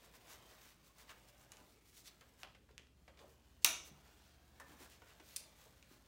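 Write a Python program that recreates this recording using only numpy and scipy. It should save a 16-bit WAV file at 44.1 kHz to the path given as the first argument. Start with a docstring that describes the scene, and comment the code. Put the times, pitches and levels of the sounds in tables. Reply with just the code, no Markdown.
"""From the start, hands rub, scuff and pat a padded nylon vest on a table: shaped noise, over a faint machine hum.
From 1.5 s the halves of a plastic side-release buckle tap together: damped modes struck by tiny scrapes.
At 3.65 s they snap shut: a cluster of cracks and free modes that sets the small room ringing.
At 4.6 s a hand catches the stiff shoulder strap, and at 5.36 s a strap slider clicks: modes under noise cracks."""
import sys
import numpy as np
from scipy import signal
from scipy.fft import rfft, irfft, next_fast_len
from scipy.io import wavfile
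from scipy.ndimage import map_coordinates

SR = 44100
rng = np.random.default_rng(int(sys.argv[2]) if len(sys.argv) > 2 else 0)


def unload_wav(signal):
    """Save mono or channel-first audio to the path in sys.argv[1] as 16-bit WAV at rate SR, clipped to [-1, 1]."""
    wavfile.write(
        sys.argv[1],
        SR,
        np.round(np.clip(np.atleast_2d(signal).T, -1, 1) * 32767).astype(np.int16),
    )


N = 268039  # samples


def amp(db):
    """Linear gain of a level in dB."""
    return 10 ** (np.asarray(db) / 20)


def unit(x):
    """x at rms 1."""
    return x / np.sqrt(np.mean(x ** 2) + 1e-20)


def along(points, hz):
    """Read (frequency, value) points at hz, on a log frequency axis."""
    f, v = np.transpose(points)
    return np.interp(np.log(hz + 1), np.log(f + 1), v)


def curves(rows):
    """One value per sample for each column after the time."""
    s, *cols = np.transpose(rows)
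    return [np.interp(np.arange(N) / SR, s, c) for c in cols]


def wobble(rate):
    """A smooth random curve, rate knots a second."""
    knots = rng.standard_normal(int(N * rate / SR) + 4)
    return map_coordinates(knots, [np.arange(N) * rate / SR])


def filtered(x, response):
    """x times a response of frequency."""
    m = next_fast_len(len(x) + SR // 2)
    spectrum = rfft(x, m) * response(np.fft.rfftfreq(m, 1 / SR))
    return irfft(spectrum, m)[:len(x)]


def coloured(x, spectrum):
    """x through a (frequency, level) curve, at rms 1."""
    return unit(filtered(x, lambda hz: amp(along(spectrum, hz))))


def fade(t60):
    """A quarter second of exponential decay, falling 60 dB in t60 seconds."""
    return np.exp(-np.log(1000) * np.arange(SR // 4) / SR / t60)


def burst(t60):
    """Dying noise."""
    return fade(t60) * rng.standard_normal(SR // 4)


def band(x, hz, spread):
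    """A causal band-pass from hz / spread to hz * spread."""
    sos = signal.butter(1, [hz / spread, hz * spread], 'band', fs=SR, output='sos')
    return signal.sosfilt(sos, x)


def twice_banded(x, hz, spread):
    """The same band-pass twice, for steeper skirts."""
    return band(band(x, hz, spread), hz, spread)


def add(track, s, db, sound):
    """Lay a sound on the track at time s with a given peak."""
    part = track[round(s * SR):][:len(sound)]
    part += amp(db) * sound[:len(part)] / np.abs(sound).max()


def patches(x, depth_db, width_size, length_size):
    """Uneven colour: random gains, smooth over frequency and time."""
    z = signal.stft(x, nperseg=1024)[2]
    smoother = np.outer(np.hanning(width_size), np.hanning(length_size))
    field = signal.fftconvolve(rng.standard_normal(z.shape), smoother, 'same')
    return signal.istft(z * amp(depth_db * unit(field)), nperseg=1024)[1][:len(x)]


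def ring(modes, scatter_db):
    """One blow: every mode starts at a slightly new strength, with alternating polarity."""
    t = np.arange(SR // 4) / SR
    out = np.zeros(len(t))
    for k, (hz, db, t60) in enumerate(modes):
        strength = amp(db + scatter_db * rng.standard_normal())
        out += (-1) ** k * strength * fade(t60) * np.sin(2 * np.pi * hz * t)
    return out


def blows(contacts, modes, crack_db, crack_t60):
    """Hard contacts: a brief noise crack on top of the part's modes."""
    out = np.zeros(N)
    for s, db, hz in contacts:
        crack = twice_banded(burst(crack_t60), hz, spread=2.3)
        add(out, s, db, ring(modes, scatter_db=1.5) + amp(crack_db) * crack)
    return out


# colour of the ventilation noise: (frequency [Hz], relative level [dB per Hz])
VENTILATION_COLOUR = [(20, -8.5), (38, -6), (55, 4.5), (90, 4.5), (160, 3), (300, -1), (700, -17.5),
                      (2000, -26), (6000, -24.5), (16000, -34)]
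# a distant motor: (time [s], frequency [Hz], rms level before its wobble [dB])
MOTOR_RUN = [(0, 61.6, -82.5), (1.8, 65.9, -88), (2.6, 67.85, -73.5), (3.4, 70.8, -71.5), (4.8, 72.56, -73),
             (6.08, 69.9, -79)]
# steady hum: (frequency [Hz], rms level [dB])
HUM_TONES = [(53.8, -76.5), (120, -84.5)]


def background():
    """Ventilation noise, hum tones with a slight phase drift, and a motor that speeds up, then eases back."""
    hz, db = curves(MOTOR_RUN)
    motor = amp(db + wobble(3.0)) * unit(np.sin(2 * np.pi * np.cumsum(hz) / SR))
    hum = np.zeros(N)
    for f, level in HUM_TONES:
        phase = 2 * np.pi * f * np.arange(N) / SR + 0.16 * wobble(2.5)
        hum += amp(level) * unit(np.sin(phase))
    air = amp(-73.0) * coloured(rng.standard_normal(N), VENTILATION_COLOUR)
    return motor + hum + air


# first echoes off the table and walls: (delay [s], level [dB])
FIRST_ECHOES = [(.0066, -17.5), (0.0141, -21), (0.0161, -13.5), (.0406, -18.5)]
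WALL_HZ = 7550  # the walls return little above this


def echoed(x):
    """Direct sound and its duller first echoes off the table and walls."""
    dull = signal.sosfilt(signal.butter(2, WALL_HZ, fs=SR, output='sos'), x)
    return x + sum(amp(db) * np.pad(dull, (round(delay * SR), 0))[:N] for delay, db in FIRST_ECHOES)


# time the room takes to fall 60 dB: (frequency [Hz], decay time [s])
ROOM_DECAY = [(200, 0.87), (800, 0.35), (2700, 0.41), (4500, 0.4), (6100, .41), (10000, .31), (15000, 0.21)]


def tail(colour):
    """The room's diffuse answer at energy 1: some resonances stand out, and treble dies sooner than bass."""
    diffuse = patches(rng.standard_normal(SR * 3 // 4), depth_db=2.3, width_size=5, length_size=41)
    hz, t, z = signal.stft(diffuse, SR, nperseg=256)
    falloff = np.exp(-np.log(1000) * t / along(ROOM_DECAY, hz)[:, None])
    decay = signal.istft(z * falloff, SR, nperseg=256)[1]
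    onset = 1 - np.exp(-np.arange(len(decay)) / SR / 0.0016)
    answer = coloured(decay, colour) * onset
    return answer / np.linalg.norm(answer)


# colour of the tail behind the small sounds: (frequency [Hz], relative level [dB])
TAIL_COLOUR = [(150, 7), (400, 8), (1000, 2), (2200, -2), (3300, -1), (6000, -8), (8500, -8), (15000, -2.5)]


def room(x, wet_db):
    """A small sound with its echoes and tail."""
    return echoed(x) + amp(wet_db) * signal.fftconvolve(x, tail(TAIL_COLOUR))[:N]


CRINKLES_PER_S, CRINKLE_HZ = 170, 1993  # mean rate, band centre


def crinkles():
    """Stiff fibres let go: tiny ticks of uneven size at random moments, at rms 1."""
    ticks = (rng.random(N) < CRINKLES_PER_S / SR) * rng.standard_normal(N)
    rasp = signal.fftconvolve(ticks, burst(.0012))[:N]
    return unit(band(rasp, CRINKLE_HZ, spread=5.4))


def swell(s, width):
    """A slide gathers speed and stops again: a Gaussian level curve, highest at time s."""
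    return np.exp(-.5 * ((np.arange(N) / SR - s) / width) ** 2)


# how hard the cloth is worked while the strap is threaded: (time [s], level [dB])
THREADING_EFFORT = [(0.0, -68), (0.51, -67), (0.73, -76.5), (0.93, -73.5), (1.08, -70.5), (1.92, -77.5),
                    (2.05, -72.5), (2.72, -80.5), (2.88, -82), (3.6, -74.5)]
# and afterwards, as the hands reach across the vest: (time [s], level [dB])
REACHING_EFFORT = [(4.0, -72), (4.65, -74), (4.77, -70), (4.92, -69.5), (5.02, -71.5), (6.08, -74)]
# colour of webbing rubbing on cloth: (frequency [Hz], relative level [dB per Hz])
RUB_COLOUR = [(100, -26.5), (250, -3.5), (550, 2.5), (1150, -1), (2000, -5), (3500, -6), (8000, -25.5),
              (16000, -43)]
# colour of the hissing fibres: (frequency [Hz], relative level [dB per Hz])
FIBRE_COLOUR = [(500, -25), (1500, -4), (3500, -3.5), (6500, -3), (11000, -9), (15500, -4.5)]
# webbing slides over webbing, also played by scuffs():
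# (time [s], scuff rms at its height [dB], Gaussian width [s], band centre [Hz], fibre hiss rms at its height [dB])
SLIDES = [(0.047, -70, 0.015, 1200, -67), (0.156, -68, 0.014, 1800, -62.5),
          (.32, -62.5, 0.029, 1230, -58.5), (.53, -70, 0.032, 900, -68.5), (0.661, -69, 0.056, 1450, -64.5),
          (0.867, -78, 0.023, 2500, -68.5), (1.005, -68.5, 0.024, 1280, -63.5),
          (1.106, -59, .015, 1770, -67), (1.289, -77, 0.012, 2500, -66.5), (1.417, -74, 0.033, 880, -69.5),
          (1.596, -70.5, 0.067, 700, -72.5), (1.704, -84, 0.041, 2500, -72), (1.886, -81, 0.028, 5000, -68),
          (1.98, -65.5, 0.029, 5170, -62.5), (2.071, -58, 0.016, 4530, -64.5),
          (2.291, -88, 0.0062, 2500, -72.5), (2.419, -70, 0.023, 1500, -65.5),
          (3.217, -64, 0.02, 490, -71.5), (3.305, -78.5, 0.038, 695, -73), (3.629, -66, 0.0072, 5000, -70),
          (3.87, -69, .018, 7840, -61), (4.066, -71.5, 0.0194, 1800, -83), (4.258, -74.5, 0.066, 3360, -90),
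          (4.706, -67, 0.034, 980, -68.5), (4.827, -64, 0.028, 1240, -61), (4.93, -67, 0.029, 2990, -69.5),
          (5.096, -67.5, .03, 1540, -72), (5.312, -71, 0.048, 2470, -63), (5.62, -73, 0.045, 993, -67),
          (5.929, -74.5, 0.026, 1190, -67.5)]
HISS_DB, CRINKLE_DB = -2, -11  # hiss against the effort level, crinkles against the hiss


def cloth():
    """Webbing rubs in small slips, coloured by shifting folds; fibres hiss and crinkle, most during a slide."""
    work_db, = curves(THREADING_EFFORT + REACHING_EFFORT)
    work = amp(work_db + 1.1 * wobble(9.6))
    slips = wobble(70)
    folds = patches(rng.standard_normal(N), depth_db=2.5, width_size=7, length_size=51)
    rub = coloured(folds * amp(1.3 * slips), RUB_COLOUR)
    weave = patches(rng.standard_normal(N), depth_db=1.2, width_size=22, length_size=18)
    fibres = coloured(weave * amp(0.6 * slips + 2.2 * wobble(970)), FIBRE_COLOUR)
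    slide_power = sum((amp(hiss_db) * swell(s, width)) ** 2 for s, _, width, _, hiss_db in SLIDES)
    hiss_level = np.sqrt((amp(HISS_DB) * work) ** 2 + slide_power)
    return work * rub + hiss_level * (fibres + amp(CRINKLE_DB) * crinkles())


def scuffs():
    """Each quick slide swells and fades, rough with the ribs of the webbing."""
    grain = rng.standard_normal(N) * amp(1.3 * wobble(260) + 2.9 * wobble(1400))
    out = np.zeros(N)
    for s, db, width, hz, _ in SLIDES:
        out += amp(db) * swell(s, width) * unit(band(grain, hz, spread=1.64))
    return out


# dull bumps of the padded vest, and at 2.434 s the low body under the buckle's loud tap: (time [s], peak level
# [dB], band centre [Hz], t60 [s])
DULL_BUMPS = [(1.609, -60.5, 208, 0.054), (2.434, -52.5, 690, 0.23), (2.705, -60.5, 474, .09),
              (2.796, -60.5, 467, 0.13), (3.242, -51.5, 430, 0.06), (3.912, -54, 168, 0.14),
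              (4.602, -51.5, 1050, 0.15), (4.69, -58.5, 258, 0.39), (4.804, -53, 325, 0.078),
              (5.203, -58.5, 270, 0.047), (5.66, -59, 600, .1), (5.912, -59, 293, 0.055)]


def bumps():
    """Each bump is a low, narrow band of dying noise; on the vest, padding swallows the treble."""
    out = np.zeros(N)
    for s, db, hz, t60 in DULL_BUMPS:
        add(out, s, db, twice_banded(burst(t60), hz, spread=1.35))
    return out


# fingertips pat the webbing: (time [s], peak level [dB], band centre [Hz])
FINGER_PATS = [(.138, -55.5, 1300), (1.092, -51.5, 1383), (1.52, -54, 1300), (2.211, -55, 1090),
               (2.548, -55, 1410), (2.689, -59.5, 940), (2.710, -60.5, 2000), (3.079, -51.5, 1200),
               (3.173, -57.5, 1696), (3.191, -52, 2200), (5.019, -53, 1140), (5.198, -51, 1400)]


def pats():
    """Fingertips land on the webbing: a short rasp without any ring."""
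    out = np.zeros(N)
    for s, db, hz in FINGER_PATS:
        add(out, s, db, twice_banded(burst(.058), hz, spread=2.5))
    return out


# a hand catches the stiff shoulder strap: (time [s], peak level [dB], crack band centre [Hz])
STRAP_GRABS = [(4.5995, -45.5, 1800), (4.614, -54, 1600)]
# strap stiffener modes: (frequency [Hz], relative level [dB], t60 [s])
STIFFENER_MODES = [(510, -7, 0.014), (899, -3.5, 0.033), (990, -1.5, 0.025), (1800, 0, 0.029)]


def strap_grab():
    """The caught strap rings its stiffener's low modes under a soft noise crack."""
    return blows(STRAP_GRABS, STIFFENER_MODES, crack_db=1, crack_t60=0.039)


# the slider rattles on its strap: (time [s], peak level [dB], crack band centre [Hz])
SLIDER_CLICKS = [(5.360, -45, 5500), (5.3626, -26, 5730), (5.3665, -28, 6500), (5.3682, -35, 5420)]
# slider modes: (frequency [Hz], relative level [dB], t60 [s])
SLIDER_MODES = [(1660, -24, 0.016), (3200, -17, 0.0038), (4670, -1.5, 0.0066), (5750, 1.5, 0.005),
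                (7320, 1, 0.0034), (8884, 0, 0.0063), (12010, -5, 0.003)]


def slider_rattle():
    """A few contacts within milliseconds ring the slider's short, high modes."""
    return blows(SLIDER_CLICKS, SLIDER_MODES, crack_db=4, crack_t60=0.016)


# the hand-held buckle halves tick together: (time [s], peak level [dB], band centre [Hz], scrape t60 [s])
BUCKLE_TAPS = [(1.5192, -38, 6300, 0.026), (1.535, -52, 2800, .014), (1.570, -46.5, 5000, 0.015),
               (2.2102, -51, 5500, 0.021), (2.4331, -30.5, 1900, .0021), (2.78, -35.5, 3300, .0024),
               (2.870, -56, 2500, .02), (4.5995, -48, 7000, 0.089), (4.900, -46, 8500, .011),
               (5.439, -50, 3500, 0.012), (5.827, -47, 2600, .012)]
# buckle modes, also rung by snap(): (frequency [Hz], relative level [dB], t60 when free [s])
BUCKLE_MODES = [(870, -19.5, 0.0077), (1450, -23, 0.0097), (2360, -4.5, 0.0053), (2820, -9, 0.018),
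                (3800, -17, 0.0074), (5800, -4, 0.0038), (6400, -7, 0.0046), (7940, -4.5, 0.0028),
                (10000, -12.5, 0.004), (13400, -17, 0.0027), (15600, -11, .005)]
GRIP_DAMPING, TAP_RING_DB = 0.34, 10  # share of the ring time that the fingers leave; ring over the tick


def taps():
    """A touch and a brief scrape ring the buckle's modes, which the fingers damp to a shorter ring."""
    out, t = np.zeros(N), np.arange(SR // 4) / SR
    held = sum(amp(db) * fade(t60 * GRIP_DAMPING) * np.cos(2 * np.pi * hz * t)
               for hz, db, t60 in BUCKLE_MODES)
    for s, db, hz, scrape_t60 in BUCKLE_TAPS:
        contact = amp(-16.5) * burst(scrape_t60)
        contact[0] += 1  # the touch itself
        tick = twice_banded(contact, hz, spread=2.3)
        rung = signal.fftconvolve(tick, held)[:len(t)]
        add(out, s, db, unit(tick) + amp(TAP_RING_DB) * unit(rung))
    return out


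# the prongs spring out, then settle against the socket:
# (time [s], peak level before the direct path's filter and gain [dB], crack band centre [Hz])
PRONG_CONTACTS = [(3.6456, -16, 4500), (3.6464, -9.5, 8000), (3.6467, -11, 8900), (3.6474, -10, 5700),
                  (3.6483, -13, 3500)]
# the snap as it spreads in all directions into the room: (frequency [Hz], relative level [dB per Hz])
SPREAD_COLOUR = [(100, -29.5), (300, -17.5), (550, -12.5), (1080, -4), (1700, -10), (2300, -3.5),
                 (2830, -0.5), (3150, -7), (3700, -1.5), (4400, -9.5), (5100, -11), (6000, 1),
                 (7600, -11.5), (9900, -8), (12400, -12), (15500, -9.5)]
# narrow resonances that linger after the snap: (frequency [Hz], relative level [dB], t60 [s])
LINGERING_TONES = [(964, -4.5, .45), (1114, -8, 0.53), (1284, -13, 0.64), (2280, -3, 0.61), (2524, -3, .38),
                   (2850, 0.5, 0.48), (6000, 1, .48), (6300, -3, .42), (6600, 0.5, 0.38)]
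SMALL_PART_HZ = 250  # the buckle is too small to radiate much below this


def snap():
    """The prongs crack home within a few milliseconds and set the whole room ringing."""
    prongs = blows(PRONG_CONTACTS, BUCKLE_MODES, crack_db=5.0, crack_t60=0.0027)
    radiation = signal.butter(2, SMALL_PART_HZ, 'high', fs=SR, output='sos')
    direct = amp(0.16) * signal.sosfilt(radiation, prongs)
    diffuse = tail(SPREAD_COLOUR)
    t = np.arange(len(diffuse)) / SR
    tones = np.zeros(len(t))
    for hz, db, t60 in LINGERING_TONES:
        decay = np.exp(-np.log(1000) * t / t60)
        tones += amp(db) * decay * np.sin(2 * np.pi * (hz * t + rng.random()))
    reverberation = diffuse + amp(-48) * tones
    start = round(PRONG_CONTACTS[0][0] * SR)  # the room answers from the first contact
    return echoed(direct) + np.pad(reverberation, (start, N))[:N]


def scene():
    """Hum, cloth, straps and buckle in the room, as one channel."""
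    handling = room(scuffs(), wet_db=-7.5) + room(bumps(), wet_db=-18.0) + room(pats(), wet_db=-6)
    strap = room(strap_grab(), wet_db=1)
    slider = room(slider_rattle(), wet_db=-2.5)
    buckle = room(taps(), wet_db=-4) + snap()
    return (background() + cloth() + handling + strap + slider + buckle)[None]


TOP_HZ = 15900  # upper band limit


def record(dry):
    """A very steep low-pass leaves almost nothing above the band limit."""
    return filtered(dry[0], lambda hz: 1 / (1 + (hz / TOP_HZ) ** 160))[None]


dry = scene()
out = record(dry)
unload_wav(out)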